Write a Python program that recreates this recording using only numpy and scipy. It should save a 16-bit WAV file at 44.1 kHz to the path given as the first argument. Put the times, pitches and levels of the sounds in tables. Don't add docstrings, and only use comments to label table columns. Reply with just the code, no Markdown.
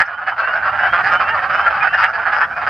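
import sys
import numpy as np
from scipy import signal
from scipy.fft import rfft, irfft, next_fast_len
from scipy.io import wavfile

SR = 44100
rng = np.random.default_rng(int(sys.argv[2]) if len(sys.argv) > 2 else 0)


def wav_out(sig):
    wavfile.write(sys.argv[1], SR, np.round(np.clip(np.atleast_2d(sig).T, -1, 1) * 32767).astype(np.int16))


N = 118629
LEAD = 4410


def gain_of(db):
    return 10 ** (np.asarray(db) / 20)


def unit_rms(x):
    return x / np.sqrt(np.mean(x ** 2) + 1e-20)


def eq_gain(curve, hz):
    curve_hz, db = np.transpose(curve)
    return gain_of(np.interp(np.log(hz + 1), np.log(curve_hz + 1), db))


def equalise(x, curve):
    size = next_fast_len(x.shape[-1] + 4096)
    gain = eq_gain(curve, np.fft.rfftfreq(size, 1 / SR))
    return irfft(rfft(x, size) * gain, size)[..., :x.shape[-1]]


def fader(points):
    return gain_of(np.interp(np.arange(N) / SR, *np.transpose(points)))


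def place(mix, start, sound, left_db):
    part = mix[:, max(round(start * SR) + LEAD, 0):][:, :len(sound)]
    part += gain_of([[left_db / 2], [-left_db / 2]]) * sound[:part.shape[1]]


def rumble():
    # frequency in Hz, relative noise density in dB.
    spectrum = [(20, -28.5), (45, -12.5), (80, 1.5), (140, -5), (200, -8), (330, -12.5), (500, -14.5),
                (1500, -29.5), (5000, -28), (7000, -45), (11000, -45), (15800, -52)]
    # time in seconds, level in dB.
    level_ride = [(0.0, -29), (0.04, -56.5), (0.46, -47), (1.13, -37.5), (1.16, -41.5), (2.03, -43),
                  (2.1, -50), (2.14, -46), (2.63, -43.5), (2.69, -41.5)]
    common, apart = rng.standard_normal((2, N))
    noise = np.array([common, .8 * common + .6 * apart])
    return unit_rms(equalise(noise, spectrum)) * fader(level_ride)


def larynx(size, rate, bend, dice, jitter=.05, uneven_db=1.6):
    slide = .18 * np.tanh(bend)
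    at = (np.arange(60) + .5 + jitter * dice[0, :60]) * SR / rate
    at = np.round(at * (1 - slide * np.minimum(at / size, 1) / 2)).astype(int)
    return np.bincount(np.clip(at, 0, size), gain_of(uneven_db * dice[1, :60]), size + 1)[:size]


def ring(x, hz, width_hz):
    radius = np.exp(-np.pi * 1.5 * width_hz / SR)
    poles = [1, -2 * radius * np.cos(2 * np.pi * hz / SR), radius ** 2]
    return unit_rms(signal.lfilter([1, 0, -1], poles, signal.lfilter([1], poles, x)))


def quack(mix, start, core, level_db, rate, sac_hz, body_db, upper_db, treble_db):
    stretch, rise = 1.35, .3
    dice = rng.standard_normal((4, 8000))
    quirk = dice[3]
    detune = 1 + .05 * quirk
    t = np.arange(0, stretch * core + .02, 1 / SR)
    progress = np.clip(t / (stretch * core), 0, 1)
    swell = np.sin(np.pi / 2 * np.minimum(progress / rise, (1 - progress) / (1 - rise)))
    caller = larynx(len(t), rate, quirk[6], dice)
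    partner = larynx(len(t), 1.6 * rate * detune[7] ** 3, quirk[8], dice[:, 60:])
    pulses = swell * (caller + gain_of(-6.5) * partner)
    puff_shape = signal.lfilter([1], [1, -np.exp(-1 / (.0026 * SR))], pulses)
    puffs = unit_rms(puff_shape * dice[2, :len(t)])
    drive = unit_rms(pulses) + .22 * puffs
    sac = ring(drive, sac_hz, width_hz=274)
    low_sac = gain_of(-9.5) * ring(drive, .82 * sac_hz * detune[0], 274)
    body = gain_of(body_db) * ring(drive, 769.4 * detune[1], 197)
    upper = gain_of(upper_db) * ring(drive, 2486 * detune[2], 1140)
    treble = gain_of(treble_db) * ring(drive + .83 * puffs, 4830 * detune[3], 800)
    rasp = gain_of(-34) * puffs
    voice = unit_rms(sac - low_sac) + body - upper + rasp
    onset = start - (stretch - 1) * core * .4
    left_db = 1.97 * quirk[5]
    level = gain_of(level_db) * np.sqrt(np.mean(swell ** 2))
    place(mix, onset, level * voice, left_db)
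    place(mix, onset + .00019, level * treble, left_db + 18.5)


def near_frogs():
    # start and length of the note's core in seconds, relative level in dB, pulses per second,
    # sac resonance in Hz, then body, upper and treble resonances in dB against the sac.
    notes = [(-0.006, 0.032, -6.5, 190.0, 1717, -11.5, -16, -32),
             (0.051, 0.022, -28.5, 230, 1560, -20, -18, -22.5),
             (0.073, 0.029, -23.0, 177.0, 1600, -11.5, -19, -44),
             (0.168, 0.044, -27, 160.0, 1466, -11, -30, -39),
             (0.212, 0.03, -23.5, 180, 1500, -8.0, -19, -39),
             (0.269, 0.038, -14, 200.0, 1610, -10, -14.5, -31),
             (0.313, 0.031, -20.5, 240, 1410.0, -8, -29.5, -53),
             (0.38, 0.045, -15.5, 200.0, 1390, -10.0, -14.5, -27),
             (0.429, 0.037, -18.5, 220, 1580, -10, -15, -32.5),
             (0.469, 0.03, -16, 159.0, 1455, -11, -15, -36.5),
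             (0.499, 0.033, -20, 180.0, 1470, -7.5, -17.0, -31),
             (0.529, 0.024, -13.5, 197.0, 1457, -13.5, -20.5, -28.5),
             (0.553, 0.034, -16.5, 170, 1463, -6.5, -14, -36),
             (0.625, 0.025, -15.0, 158.0, 1557, -12, -23.5, -34),
             (0.65, 0.057, -13.5, 200.0, 1420, -11, -19.5, -31.5),
             (0.72, 0.043, -20.5, 200.0, 1430, -7.5, -13, -42),
             (0.787, 0.034, -15.0, 200.0, 1643, -11, -15.5, -32),
             (0.829, 0.052, -12.5, 200.0, 1550, -8, -15, -35.5),
             (0.926, 0.043, -10.0, 167.0, 1455, -12, -11.5, -36),
             (0.969, 0.056, -15.5, 200.0, 1457, -10.0, -12, -34),
             (1.037, 0.065, -13, 200.0, 1620, -9.0, -13, -23.5),
             (1.116, 0.047, -10, 175.0, 1428, -9.5, -14, -29.5),
             (1.202, 0.037, -12, 200.0, 1234, -7.5, -11.5, -30),
             (1.28, 0.03, -15, 200.0, 1534, -18, -11, -28),
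             (1.342, 0.027, -12.5, 200.0, 1304, -8.5, -22, -30),
             (1.389, 0.025, -27.5, 270, 1490, -5, -20, -31),
             (1.418, 0.051, -18.5, 290.0, 1550, -7.0, -13, -26.5),
             (1.495, 0.028, -14.5, 200.0, 1430, -14, -11.5, -29),
             (1.525, 0.047, -13, 188.0, 1443, -9.5, -12.5, -30.5),
             (1.576, 0.056, -13.0, 200.0, 1390.0, -8.5, -15.5, -32.0),
             (1.658, 0.031, -10.0, 210, 1533, -9.5, -15, -33.5),
             (1.701, 0.032, -17, 220, 1535, -7.5, -11, -37),
             (1.73, 0.076, -17, 290, 1370.0, -12, -12.5, -30),
             (1.823, 0.039, -12, 200.0, 1573, -9, -14, -28.5),
             (1.868, 0.024, -13, 190, 1547, -18.5, -14.5, -33),
             (1.901, 0.025, -21.5, 200.0, 1410.0, -16, -15, -31.5),
             (1.931, 0.034, -12.5, 188.0, 1605, -11, -13.5, -31.5),
             (1.976, 0.058, -11.5, 200.0, 1443, -11.5, -12.5, -26),
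             (2.025, 0.041, -9.5, 173.0, 1630, -10.5, -8.5, -39),
             (2.072, 0.045, -17.5, 130, 1460.0, -10.0, -22.5, -30.5),
             (2.134, 0.039, -18.5, 171.0, 1564, -13, -12.5, -24),
             (2.174, 0.037, -22, 200.0, 1370.0, -5.5, -28, -40),
             (2.211, 0.037, -23.5, 99, 1430.0, -11, -13, -31),
             (2.252, 0.054, -14.0, 171.0, 1470.0, -10, -18, -31),
             (2.322, 0.04, -15.0, 248.0, 1530, -10.0, -10.5, -28.0),
             (2.361, 0.042, -13.5, 150.0, 1493, -7, -18.5, -29),
             (2.406, 0.045, -10.5, 167.0, 1510, -12, -14.5, -34.5),
             (2.467, 0.062, -28, 130, 1490, -8, -25, -38.5),
             (2.502, 0.042, -22.5, 169.0, 1505, -10.5, -20, -37),
             (2.563, 0.041, -19, 210, 1470.0, -8, -14.5, -29),
             (2.613, 0.046, -20, 154.0, 1460, -4.5, -8.5, -32.0),
             (2.667, 0.023, -11.5, 160, 1510, -10, -15.0, -28)]
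    mix = np.zeros((2, N + LEAD))
    for note in notes:
        quack(mix, *note)
    return mix[:, LEAD:]


def far_frogs(quacks_per_s=48):
    # time in seconds, chorus gain in dB.
    level_ride = [(0, -2.5), (.15, -3.5), (.35, -1.5), (.6, 2), (.9, 4), (1.2, 6.5), (1.5, 4), (1.8, 3),
                  (2.1, -1), (2.3, 6), (2.5, -10), (2.69, 5)]
    mix = np.zeros((2, N + LEAD))
    for start in np.arange(-.05, N / SR, 1 / quacks_per_s):
        late, long, loud, fast, high = rng.standard_normal(5)
        quack(mix, start + .03 * late, core=.04 + .008 * np.tanh(long), level_db=-28 + 4 * np.tanh(loud),
              rate=190 + 25 * fast, sac_hz=1450 + 110 * high, body_db=-7, upper_db=-13, treble_db=-36)
    return mix[:, LEAD:] * fader(level_ride)


def bank_echoes(calls, t60_s=.08, centre_db=-7.5, sides_db=-11):
    t, hop = np.arange(0, .2, 1 / SR), 2646
    decay = gain_of(-60 * t / t60_s) * (t > .001)
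    window = np.sqrt(signal.get_window("hann", 2 * hop))
    calls = np.pad(calls, ((0, 0), (hop, 2 * hop)))
    wet = np.zeros((2, N + 9 * hop))
    for at in range(0, N + hop, hop):
        taps = rng.choice([-1., 1.], (3, len(t))) * (rng.random((3, len(t))) < .05) * decay
        taps /= np.linalg.norm(taps, axis=1)[:, None]
        response = gain_of(centre_db) * taps[2] + gain_of(sides_db) * taps[:2]
        echo = signal.fftconvolve(calls[:, at:at + 2 * hop] * window, response, axes=1)
        wet[:, at:at + echo.shape[1]] += echo
    return wet[:, hop:hop + N]


def peepers():
    # start and length in seconds, first and last pitch in Hz, relative level in dB,
    # left over right in dB.
    peeps = [(0.092, 0.089, 2800, 3120, -48, -3.5), (0.239, 0.1, 2890, 3060, -43, 0.5),
             (0.396, 0.13, 2567, 2880, -34, 4), (0.632, 0.08, 2700, 2820, -37.5, 4.5),
             (0.788, .10, 2855, 3074, -35, -4), (0.873, 0.098, 3120, 3320, -37, 1.5),
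             (1.098, 0.11, 2940, 3050, -35.5, 4), (1.213, .12, 2567, 2864, -31.5, -0.5),
             (1.503, 0.17, 2830, 3156, -37, 12), (1.802, .028, 2440, 2440, -22, 5),
             (1.842, 0.13, 2550, 2830, -32, -3), (1.874, 0.06, 2960, 3080, -40.5, 9),
             (1.972, .12, 2524, 2817, -33, -1.5), (2.5, .12, 2330, 2560, -38.5, -1.5)]
    mix = np.zeros((2, N + LEAD))
    for start, length, from_hz, to_hz, level_db, left_db in peeps:
        progress = np.arange(0, length, 1 / SR) / length
        hz = from_hz + (to_hz - from_hz) * progress
        tone = np.sqrt(2) * np.sin(2 * np.pi * (np.cumsum(hz) / SR + rng.random()))
        envelope = np.minimum(1, np.minimum(progress / .3, (1 - progress) / .04))
        place(mix, start, gain_of(level_db) * envelope * tone, left_db)
    return mix[:, LEAD:]


def whines():
    # start and length in seconds, first, middle and last pitch in Hz, relative level in dB.
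    calls = [(.955, 0.073, 422.7, 396, 354, -17.5), (1.205, 0.059, 435.6, 407.3, 360, -20),
             (1.283, 0.075, 369.8, 457.6, 421, -16), (1.934, 0.031, 296, 309.7, 320, -16.5),
             (2.255, 0.067, 328.5, 391, 412, -19.5), (2.401, 0.061, 415.4, 442, 503, -16)]
    # frequency in Hz, weight in dB of a harmonic that falls there.
    timbre = [(400, -24), (800, -5), (1300, -3.5), (1800, 4.5), (2300, -17.5), (3000, -21.5)]
    mix = np.zeros((2, N + LEAD))
    for start, length, *pitches, level_db in calls:
        progress = np.arange(0, length, 1 / SR) / length
        hz = np.polyval(np.polyfit([0, .5, 1], pitches, 2), progress)
        phase = 2 * np.pi * np.cumsum(hz) / SR
        tone = sum(eq_gain(timbre, k * hz) * np.cos(k * phase) for k in range(1, 8))
        envelope = np.sin(np.pi * progress) ** 1.1
        place(mix, start, gain_of(level_db) * envelope * unit_rms(tone), left_db=0)
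    return mix[:, LEAD:]


def scene():
    # frequency in Hz, gain in dB.
    mic_eq = [(200, -15.5), (450, -6.5), (600, 1), (2000, 0.5), (3050, -4), (3400, -9.5), (4300, -6),
              (5200, -5), (5600, -8), (8000, -18), (15800, -25)]
    calls = equalise(near_frogs() + far_frogs(), mic_eq) + whines() + peepers()
    return gain_of(-2.5) * (calls + bank_echoes(calls)) + rumble()


def record(dry, right_db=2.3, ceiling=1.02, knee=16, cutoff_hz=15800):
    hot = dry * gain_of([[-right_db / 2], [right_db / 2]])
    clipped = hot / (1 + abs(hot / ceiling) ** knee) ** (1 / knee)
    lowpass = signal.firwin(511, cutoff_hz, window=("kaiser", 9), fs=SR)
    return signal.oaconvolve(clipped, lowpass[None], "same")


dry = scene()
out = record(dry)
wav_out(out)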